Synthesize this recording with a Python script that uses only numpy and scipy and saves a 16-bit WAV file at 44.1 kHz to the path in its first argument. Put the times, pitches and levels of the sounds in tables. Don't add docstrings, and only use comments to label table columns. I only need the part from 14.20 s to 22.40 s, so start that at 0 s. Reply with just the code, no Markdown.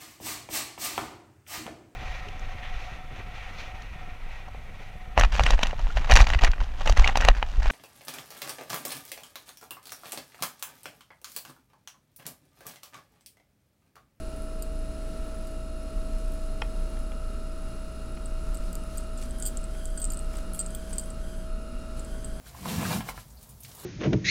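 import sys
import numpy as np
from scipy import signal
from scipy.fft import rfft, irfft, next_fast_len
from scipy.io import wavfile
from scipy.ndimage import uniform_filter1d

SR = 44100
rng = np.random.default_rng(int(sys.argv[2]) if len(sys.argv) > 2 else 0)


def generate_wav(signal):
    frames = np.transpose(np.atleast_2d(signal))
    scaled = np.clip(frames, -1, 1) * 32767
    pcm = np.round(scaled).astype(np.int16)
    wavfile.write(sys.argv[1], SR, pcm)


N = 361619
TIME = np.arange(N) / SR


def gain(db):
    return 10 ** (np.asarray(db) / 20)


def unit(x):
    return x / np.sqrt(np.mean(x ** 2))


def wander(rate):
    hold = int(SR / rate)
    steps = np.repeat(rng.standard_normal(N // hold + 1), hold)
    return unit(uniform_filter1d(uniform_filter1d(steps, hold), hold)[:N])


def noise(shape):
    size = next_fast_len(N, real=True)
    hz = np.maximum(np.fft.rfftfreq(size, 1 / SR), 1)
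    return irfft(rfft(rng.standard_normal(size)) * shape(hz), size)[:N] * np.sqrt(SR / 2)


def shaped_noise(points):
    hz, db = np.transpose(points)
    return noise(lambda f: gain(np.interp(np.log(f), np.log(hz), db)))


def noise_band(hz, width_hz):
    return unit(noise(lambda f: 1 / (1 + ((f - hz ** 2 / f) / width_hz) ** 2)))


def tones(rows, waver_db, drift, move_s=2.72):
    moved = .5 + .5 * np.tanh((TIME - move_s) / 0.23)
    out = 0
    for hz, before_db, after_db in rows:
        db = before_db + (after_db - before_db) * moved + waver_db * wander(6)
        phase = 2 * np.pi * (hz * TIME + rng.random()) + drift * wander(4)
        out = out + np.sqrt(2) * gain(db) * np.sin(phase)
    return out


def add(out, start, x):
    i = max(int(start * SR), 0)
    out[i:i + len(x)] += x[:max(N - i, 0)]


def ring(notes, t60, detune, scatter_db, contact_s):
    t = TIME[:SR // 8]
    hz, db, share = np.transpose(notes)[:, :, None]
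    tune, weight = rng.standard_normal((2, len(notes), 1))
    decay = np.exp(-np.log(1000) * t / np.maximum(t60 * share, 1 / 1000))
    swell = 1 - np.exp(-(t / contact_s) ** 2)
    waves = np.sin(2 * np.pi * hz * (1 + detune * tune) * t)
    return swell * np.sum(gain(db + scatter_db * weight) * decay * waves, axis=0)


def crack(t60, low_hz, high_hz):
    t = TIME[:SR // 8]
    band = signal.butter(2, [low_hz, high_hz], "bandpass", fs=SR, output="sos")
    return unit(signal.sosfilt(band, rng.standard_normal(len(t)))) * np.exp(-np.log(1000) * t / t60)


def chatter(x, gap_s, bounce_db):
    out = x.copy()
    for k, lag in enumerate(np.cumsum(gap_s * (.5 + rng.random(3)))):
        out += gain(bounce_db * (k + 1)) * np.r_[np.zeros(int(lag * SR)), x][:len(x)]
    return out


def room(x, t60, echo_db):
    t = TIME[:SR // 2]
    tail = rng.standard_normal(len(t)) * np.exp(-np.log(1000) * t / t60) * (t > .004)
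    return x + gain(echo_db) * signal.fftconvolve(x, tail / np.linalg.norm(tail))[:N]


def rumble(level_db=-34, rise_s=1.7, rise_db=3.5, wander_db=2.6):
    throb = noise_band(hz=27.8, width_hz=8.8)
    throb /= np.sqrt(uniform_filter1d(throb ** 2, SR // 6))
    risen = uniform_filter1d(1. * (TIME > rise_s), SR // 12)
    return throb * gain(level_db + rise_db * risen + wander_db * wander(2.95))


# frequency in Hz, level in dB per Hz.
AIR_CURVE = [(75, -71.5), (150, -72), (240, -72), (420, -78.5), (800, -87), (1400, -89.5), (2100, -94.5),
             (3300, -98), (4500, -96.5), (6500, -100), (9000, -99), (11000, -103), (13000, -109),
             (15500, -112)]
def air():
    return shaped_noise([(16, -55)] + list(AIR_CURVE)) * gain(0.91 * wander(5))


# pitch in Hz, level in dB before the camera moves, level in dB after.
FAN_TONES = [(71.7, -61, -59), (112.2, -73, -58), (184.8, -56, -54), (220.5, -56, -57.5), (247.7, -60, -56),
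             (409.3, -63, -68), (461, -63, -68), (1128, -70.5, -70.5)]
def fan():
    return tones(FAN_TONES, waver_db=2.5, drift=1.08)


# multiple of the turning rate, level in dB before the camera moves, and after.
HUM_TONES = [(1, -42.5, -42.5), (2, -57, -59.5), (5, -53, -61), (6, -58, -60), (9, -64.5, -67),
             (10, -61, -60), (11, -45.5, -49), (12, -69.5, -101)]
def motor(shaft_hz=58.4):
    rows = [(round(k) * shaft_hz, before, after) for k, before, after in HUM_TONES]
    return tones(rows, waver_db=.5, drift=0.039)


# pitch in Hz, level in dB before the camera moves, level in dB after.
WHIRR_TONES = [(1240, -73, -63.5), (1274, -66, -61), (1312, -59.5, -60.5), (1356, -61.5, -60),
               (1370, -65, -62.5), (1441, -69.5, -68.5), (1475, -69.5, -68), (2530, -74, -73),
               (2804, -73.5, -68), (2890, -74, -73.5)]
# pitch in Hz, width in Hz, level in dB.
CASE_BANDS = [(2477, 130, -72.5), (2780, 210, -67), (3810, 250, -69.5), (4213, 120, -68), (5130, 520, -69),
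              (6920, 740, -72), (8070, 320, -73)]
# pitch in Hz, width in Hz, level in dB.
STRAIN_BANDS = [(1466, 66, -60.5), (1600, 170, -65), (3190, 280, -63.5), (4800, 220, -67), (6280, 400, -68),
                (7900, 1200, -63.5), (9900, 2600, -60.5)]
# start in seconds, end in seconds.
WORK_SPELLS = [(5.06, 5.34), (5.51, 5.82), (6.483, 6.9), (7.0, 7.26), (7.85, 9)]
def camera_drive(sizzle_db=-62.5, fade_db_per_s=0.32):
    working = sum(1. * ((TIME > start) & (TIME < end)) for start, end in WORK_SPELLS)
    effort = uniform_filter1d(working, SR // 12)
    rest = tones(WHIRR_TONES, waver_db=1.44, drift=0.88)
    rest += sum(gain(db) * noise_band(hz, width) for hz, width, db in CASE_BANDS)
    strain = sum(gain(db) * noise_band(hz, width) for hz, width, db in STRAIN_BANDS)
    strain *= gain(wander(20))
    pulse = 1 + 0.39 * np.sin(2 * np.pi * 30.7 * TIME + 1.2 * wander(3.7))
    buzz = 1 + 0.5 * np.sin(2 * np.pi * 292 * TIME)
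    sizzle = gain(sizzle_db - fade_db_per_s * TIME) * pulse * buzz * noise_band(hz=10150, width_hz=330)
    return rest * (1 - 0.62 * effort) + sizzle * (1 - .5 * effort) + strain * effort


# frequency in Hz, relative level in dB.
CLOTH_CURVE = [(300, 2.5), (1500, -6), (4500, -7), (10000, -5.5), (15000, -20)]
# middle in seconds, time to swell or fade in seconds, level in dB.
SWISHES = [(1.3, .1, -61), (2.085, 0.25, -59), (4.466, .05, -55), (4.76, 0.077, -54), (5.027, 0.05, -50),
           (5.57, 0.085, -57), (6.158, 0.069, -53), (6.728, 0.11, -53.5), (7.785, 0.032, -54)]
def cloth():
    speed = sum(gain(db) * np.exp(-((TIME - middle) / fade) ** 2) for middle, fade, db in SWISHES)
    grainy = shaped_noise(CLOTH_CURVE) * gain(3.1 * wander(250))
    return speed * unit(grainy)


# pitch in Hz, relative level in dB, share of the ring time.
PLASTIC_NOTES = [(505, -9, 1.14), (865, -2.5, 1.0), (1140, -1, 0.6), (1440, -7, 0.94), (1850, -2, 0.6),
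                 (2070, 1, 0.47), (2370, -4, 0.78), (2840, -12.5, 0.92), (3210, -6, 0.86), (5530, -8, 0.38)]
# start in seconds, relative level in dB.
PLASTIC_TAPS = [(2.4187, -19), (2.769, -41), (2.918, -40), (3.972, -40), (5.549, -41), (6.139, -41),
                (6.726, -41)]
def plastic():
    out = np.zeros(N)
    for start, db in PLASTIC_TAPS:
        knock = ring(PLASTIC_NOTES, t60=0.027, detune=0.022, scatter_db=0.5, contact_s=0.0013)
        snap = gain(-12) * crack(t60=0.017, low_hz=1090, high_hz=3500)
        add(out, start, gain(db) * (knock + snap))
    return out


# pitch in Hz, relative level in dB, share of the ring time.
LINK_NOTES = [(10120, -2.5, 0.92), (10700, -4, 1), (8600, -9, 0.98)]
# start in seconds, number of links, relative level of the first in dB.
CHAIN_SLIPS = [(0.1635, 1, -42), (0.2205, 1, -40), (2.1201, 1, -40.5), (2.7906, 1, -43.5), (4.6369, 1, -41),
               (5.1854, 2, -37), (6.3348, 3, -30), (6.38, 1, -36), (6.6957, 2, -40), (6.8583, 1, -41)]
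def chain(gap_s=0.013, fade_db=4.5):
    out = np.zeros(N)
    for start, links, db in CHAIN_SLIPS:
        for k in range(round(links)):
            ping = gain(-2.5) * ring(LINK_NOTES, t60=0.023, detune=0.0246, scatter_db=1, contact_s=.0002)
            click = gain(-4) * crack(t60=0.0057, low_hz=6000, high_hz=13000)
            tick = chatter(ping + click, gap_s=0.011, bounce_db=-3.5)
            add(out, start + k * gap_s, gain(db - k * fade_db) * tick)
    return out


# pitch in Hz, relative level in dB, multiple of the ring time.
DISC_NOTES = [(8213, 2, 0.75), (8460, -7, 0.83), (8710, -0.5, 0.18), (4690, -17.5, 0.69), (12800, -32, .8)]
BAR_NOTES = [(7280, 6.5, 1.0), (6840, -2.5, 1.0), (3160, -10.5, 0.81)]
STAR_NOTES = [(12620, -3, 0.57), (14230, -15, .9), (7090, -10, 1), (4700, -14.5, 0.85)]
CLASP_NOTES = [(14800, -7, 0.73), (15250, -11, 3.2), (14100, -2, .8), (10000, -4, 0.48), (3320, -6.5, 0.84)]
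BLOW_SPREAD = {"disc": (0, -16.5, -29, -40), "bar": (0, -9.5, -22, -37), "star": (-4, -15, 1, -24),
               "clasp": (2.5, -16, -13, -3)}
def clink(charm, t60):
    levels = BLOW_SPREAD[charm]
    tone = sum(gain(db + 1) * ring(notes, t60, detune=0.0048, scatter_db=1.3, contact_s=0.00044)
               for db, notes in zip(levels, (DISC_NOTES, BAR_NOTES, STAR_NOTES, CLASP_NOTES)))
    click = gain(-7.5) * crack(t60=0.0083, low_hz=8100, high_hz=10100)
    graze = gain(-20) * crack(t60=0.72 * t60, low_hz=3160, high_hz=13400)
    strength = np.linalg.norm(gain(levels))
    return chatter(tone + strength * (click + graze), gap_s=.005, bounce_db=-15)


# start in seconds, relative level in dB, ring time in seconds,
# number of touches, the charm struck.
CHARM_HITS = [(0.423, -32, 0.032, 1, "star"), (1.27, -47, .044, 1, "star"),
              (4.0575, -33.5, .022, 1, "disc"), (4.3449, -40, .036, 1, "star"),
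              (4.3533, -36, .016, 1, "disc"), (4.3711, -35.5, .02, 1, "disc"),
              (4.5294, -35, .017, 1, "star"), (4.5533, -30.5, 0.015, 1, "star"),
              (4.7734, -35, 0.031, 1, "star"), (4.781, -27, 0.02, 1, "disc"), (4.9748, -43, .054, 1, "bar"),
              (5.035, -38.5, .028, 1, "disc"), (5.1086, -36, .018, 1, "disc"),
              (5.2006, -36, .022, 1, "disc"), (5.224, -24.5, 0.024, 1, "bar"), (5.2325, -36, .05, 1, "bar"),
              (5.2536, -26, 0.038, 4, "disc"), (5.2593, -33, 0.035, 3, "clasp"),
              (5.2635, -29, 0.036, 3, "star"), (5.3712, -26.5, .017, 1, "bar"),
              (5.4407, -35, .021, 1, "disc"), (5.655, -25.5, 0.011, 1, "bar"),
              (5.7749, -32.5, 0.079, 1, "disc"), (5.799, -40, .06, 1, "clasp"),
              (5.817, -29, 0.055, 2, "disc"), (5.8424, -21.5, 0.021, 2, "disc"),
              (5.9024, -30, .039, 1, "bar"), (5.92, -34, .038, 1, "star"), (5.935, -26.5, 0.011, 2, "disc"),
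              (5.972, -31, .014, 1, "disc"), (5.9907, -28.5, 0.018, 1, "disc"),
              (6.1698, -30.5, 0.0093, 1, "disc"), (6.3442, -42, 0.055, 2, "clasp"),
              (6.3917, -21.5, .045, 3, "disc"), (6.4617, -32, 0.028, 1, "bar"),
              (6.506, -37, 0.02, 1, "disc"), (6.5488, -32, .029, 1, "clasp"), (6.73, -32, .054, 1, "disc"),
              (6.7578, -35, 0.02, 1, "disc"), (6.7826, -19.5, 0.026, 1, "disc"),
              (6.7948, -28, 0.042, 1, "disc"), (6.9029, -35.5, .028, 1, "disc"),
              (7.7947, -37.5, 0.021, 1, "bar"), (7.8477, -36.5, .018, 1, "disc"),
              (8.045, -36, 0.056, 1, "disc")]
def charms(rebound_s=.0095, fade_db=3.5):
    out = np.zeros(N)
    for start, db, t60, touches, charm in CHARM_HITS:
        for k in range(round(touches)):
            add(out, start + k * rebound_s, gain(db - k * fade_db) * clink(charm, t60))
        for delay in rng.uniform(0.012, 0.075, size=2):
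            touch = ring(DISC_NOTES, t60=0.014, detune=0.0054, scatter_db=3.5, contact_s=0.00018)
            add(out, start + delay, gain(db - 21.5) * touch)
        for offset in .018 * rng.standard_normal(size=3):
            add(out, start + offset, gain(db - 26) * crack(t60=0.011, low_hz=7500, high_hz=15500))
    return out


def scene():
    near = room(charms() + chain() + plastic() + cloth(), t60=0.18, echo_db=-15)
    background = motor() + fan() + air() + rumble() + camera_drive()
    return (near + background)[None]


def record(dry):
    return signal.sosfilt(signal.ellip(10, .2, 80, 15900, fs=SR, output="sos"), dry)


dry = scene()
out = record(dry)
generate_wav(out)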